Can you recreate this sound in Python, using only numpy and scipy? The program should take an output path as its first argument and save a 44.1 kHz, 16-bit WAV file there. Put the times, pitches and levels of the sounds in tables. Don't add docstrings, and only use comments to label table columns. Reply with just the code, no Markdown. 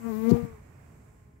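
import sys
import numpy as np
from scipy import signal
from scipy.fft import rfft, irfft
from scipy.io import wavfile
from scipy.ndimage import uniform_filter1d

SR = 44100
rng = np.random.default_rng(int(sys.argv[2]) if len(sys.argv) > 2 else 0)


def natural_amplitude(level_db):
    exponent = np.asarray(level_db, float) / 20
    return 10 ** exponent


def dump(signal):
    limited = np.clip(np.atleast_2d(signal).T, -1, 1)
    pcm = np.round(limited * 32767).astype(np.int16)
    wavfile.write(sys.argv[1], SR, pcm)


N = 61739
T = np.arange(N) / SR
STROKE_AT = 0.4225


def curve(table, column):
    rows = np.array(table, float)
    return uniform_filter1d(np.interp(T, rows[:, 0], rows[:, column]), size=400)


def walk(rate):
    hold = int(SR / rate)
    steps = rng.standard_normal(N // 100 + 1)[:N // hold + 1]
    slewed = uniform_filter1d(np.repeat(steps, hold), hold)
    return 1.4 * uniform_filter1d(slewed, hold)[:N]


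def unit(x):
    return x / np.sqrt(np.mean(x ** 2))


def colour(points, source=None):
    hz = np.arange(N // 2 + 1) * SR / N + 1
    rows = np.array(points, float)
    db = np.interp(np.log(hz), np.log(rows[:, 0]), rows[:, 1], left=-60, right=rows[-1, 1])
    if source is None:
        source = rng.standard_normal(N)
    return irfft(rfft(source) * natural_amplitude(db) * np.sqrt(SR / 2), N)


def bands(x, lift_db, swell, edge=12):
    flicker_db, swell_db = 1.0, 0.6
    spec = rfft(x)
    pitch = np.log2(np.arange(N // 2 + 1) * SR / N + 1)
    out = 0
    for octave in range(4, 16):
        share = np.cos(np.pi / 2 * np.clip(pitch - octave, -1, 1)) ** 2
        level = flicker_db * walk(14.37) + swell_db * swell + lift_db * (octave >= edge)
        out = out + irfft(spec * share, N) * natural_amplitude(level)
    return out


# [t/s, level/dB, treble lift/dB]
BREEZE = [(0, -90, 4.5), (.2, -90, 0.5), (.45, -87.5, -3.5), (.62, -94.5, 0), (.8, -95.5, -1.5),
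          (.95, -96, 1), (1.05, -97, 0.5), (1.2, -101, 3.5), (1.4, -105, -2)]
# [f/Hz, level/dB per Hz]
FRONDS_LEFT = [(250, 0), (1050, -3), (1500, -15.5), (3800, -21), (6200, -19.5), (7900, -11.5),
               (8500, -20.5), (15800, -24)]
FRONDS_RIGHT = [(250, 9), (1100, 2), (2300, 0.5), (3800, -25.5), (6200, -16), (7900, -9), (8500, -19.5),
                (15800, -19.5)]


def fronds(swell):
    sides = [bands(colour(c), curve(BREEZE, 2), swell) for c in (FRONDS_LEFT, FRONDS_RIGHT)]
    return np.array(sides) * natural_amplitude(curve(BREEZE, 1))


# [f/Hz, level/dB per Hz]
RUMBLE = [(25, -39), (50, 3), (75, 5.5), (130, 3.5), (250, -8), (450, -21), (900, -48)]


def rumble(swell):
    level_db, right_db, side_share = -52.5, 2, 0.14
    mid = unit(bands(colour(RUMBLE), 0, swell))
    side = unit(bands(colour(RUMBLE), 0, swell))
    left = mid + side_share * side
    right = natural_amplitude(right_db) * (mid - side_share * side)
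    breeze_db = 0.21 * (curve(BREEZE, 1) + 91.5)
    return natural_amplitude(level_db) * np.array([left, right]) * natural_amplitude(breeze_db)


# [t/s, f/Hz]
BEAT = [(.09, 229), (.135, 214), (.165, 219), (.25, 224.5), (.3, 234), (.39, 237.5), (.43, 236), (.5, 228),
        (.575, 211)]


def wing_cycle():
    jitter, crest_s = 0.003, 0.2969
    cycle = np.cumsum(curve(BEAT, 1) * (1 + jitter * walk(60))) / SR
    return cycle - np.interp(crest_s, T, cycle)


def stroke(cycle, width):
    offset = (cycle - STROKE_AT + 0.5) % 1 - 0.5
    return np.exp(-0.5 * (offset / width) ** 2)


def contact():
    start_s, rise_s, end_s = 0.289, 0.01, 0.3135
    return np.clip((T - start_s) / rise_s, 0, 1) * (T < end_s)


# [t/s, level/dB, near-field lift of the fundamental/dB, overtone lift/dB, wing hiss level/dB]
FLIGHT = [
    (0, -57, 12.5, 10, -61.5),
    (.065, -36.5, 11.5, 6, -52.5),
    (.12, -31.5, 2.5, -2, -48.5),
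    (.2, -36, 8, 3.5, -47.5),
    (.29, -22.5, 5.5, -8, -44.5),
    (.36, -27.5, 2.5, -3, -45.5),
    (.45, -40.5, 3.5, -0.5, -52.5),
    (.56, -53, -9.5, 3.5, -64.5),
    (.65, -68.5, -11, 10, -95),
]
# [multiple, level/dB, wobble/dB]
OVERTONES = [(3, -17, 3.5), (4, -19.5, 5), (5, -14.5, 2.5), (6, -28, 4), (7, -28.5, 3.5), (8, -29, -0.5),
             (9, -28, 3.5), (10, -32, 4), (11, -33.5, -2), (12, -39.5, 4.5), (13, -40.5, 7)]
WOBBLE_MAX_DB = [3, 3, 1, 3.5]


def wing_tone(cycle):
    flutter_db, twist = 1.1, 0.95
    choke = uniform_filter1d(-6 * (contact() == 1), size=300)
    dull = -1 * np.clip((T - 0.45) / 0.055, 0, 1)
    level = curve(FLIGHT, 1)

    def tone(k, db, turn):
        return np.sqrt(2) * natural_amplitude(db) * np.cos(2 * np.pi * k * cycle + turn)

    out = tone(1, level + choke / 2 + curve(FLIGHT, 2) + flutter_db * walk(55.8), 0)
    out += tone(2, level + choke + flutter_db * walk(48.25), -1.7 + twist * walk(8.2))
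    close = np.exp(-((T - 0.305) / 0.085) ** 4)
    rock = 10 * close * np.cos(2 * np.pi * (T - 0.306) / 0.051)
    tips = 0.075 * walk(230)
    for k, db, wobble_db in OVERTONES:
        k = round(k)
        lean = rock * (k == 3) + 5.5 * close * (k == 4) + dull * max(k - 5, 0)
        wobble_max = WOBBLE_MAX_DB[min(k - 3, len(WOBBLE_MAX_DB) - 1)]
        wobble = min(wobble_db, wobble_max) * walk(45.16)
        turn = -k + twist * walk(14.9) + k * tips
        out += tone(k, level + curve(FLIGHT, 3) + db + lean + wobble, turn)
    return out


# [f/Hz, level/dB per Hz]
HISS = [(700, 5), (1500, -12), (2600, -4), (4500, -5.5), (7500, -6.5), (8800, -10.5), (12000, -1),
        (15500, 2.5)]


def wing_hiss(cycle):
    turn_db = -10 * np.clip((T - 0.25) / 0.03, 0, 1)
    hiss = bands(unit(colour(HISS)), turn_db, walk(91), edge=13.4)
    return natural_amplitude(curve(FLIGHT, 4)) * hiss * (0.48 + stroke(cycle, 0.13))


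# [t/s, peak level/dB, f/Hz, cycles]
PUFFS = [(0.308, -30.5, 145, 1.2), (0.313, -13, 181, 0.62), (0.3185, -6, 306, 1.04),
         (.3233, -5.5, 224, 0.61), (0.329, -7.5, 131.4, 1.02), (.3380, -13.5, 250, 1.35),
         (0.342, -13, 125, 1.08), (.350, -21, 293, 0.89), (0.357, -28, 80, .9), (0.4302, -21, 115, 0.68),
         (.4420, -22.5, 153, 1.9), (.4510, -19.5, 193, 0.98), (0.469, -45, 89, 1.2), (0.073, -49, 82, 2.5),
         (.51, -42, 54.6, 1.3), (0.528, -52, 105, 0.75)]


def puffs():
    out = np.zeros(N)
    for at, db, hz, cycles in PUFFS:
        bell = np.exp(-0.5 * ((T - at) * hz * 2 / cycles) ** 2)
        out += natural_amplitude(db) * bell * np.cos(2 * np.pi * hz * (T - at))
    return out


# [f/Hz, level/dB per Hz]
WAKE = [(60, 5), (150, -13), (400, -0.5), (800, -1), (1400, -18), (2600, -22), (4000, -38)]


def wake():
    at_s, rise_s, fall_s = 0.313, 0.02, 0.028
    near = np.exp(-np.abs(T - at_s) / np.where(T < at_s, rise_s, fall_s))
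    return natural_amplitude(-33 + 5.7 * walk(68.6)) * near * unit(colour(WAKE))


# [f/Hz, level/dB per Hz]
BRUSH = [(1000, 11.5), (2500, -6), (4500, 2.5), (8000, -3.5), (10000, -12.5), (13000, -5), (15500, -0.5)]


def brush(cycle):
    brush_db, tick_db = -37, -45
    touch = contact()
    scrape = unit(colour(BRUSH)) * (0.29 + stroke(cycle, 0.05))
    beats = np.floor(cycle - STROKE_AT)
    ticks = np.diff(beats, prepend=beats[0]) * natural_amplitude(1.5 * walk(223))
    out = natural_amplitude(brush_db + 0.64 * walk(197)) * touch * scrape
    return out - natural_amplitude(tick_db) * touch * unit(colour(BRUSH, ticks))


def scene():
    swell = walk(7.74)
    garden = fronds(swell) + rumble(swell)
    cycle = wing_cycle()
    bee = wing_tone(cycle) + wing_hiss(cycle) + puffs() + wake() + brush(cycle)
    return garden + bee * np.array([[1], [0]])


def band_limit(x):
    return signal.sosfilt(signal.butter(12, 16140, fs=SR, output="sos"), x)


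def record(dry):
    low_cut = signal.butter(2, 46, "high", fs=SR, output="sos")
    top_cut = signal.ellip(12, 0.3, 80, 15720, fs=SR, output="sos")
    mix = signal.sosfilt(top_cut, signal.sosfilt(low_cut, dry))
    return band_limit(mix)


dry = scene()
out = record(dry)
dump(out)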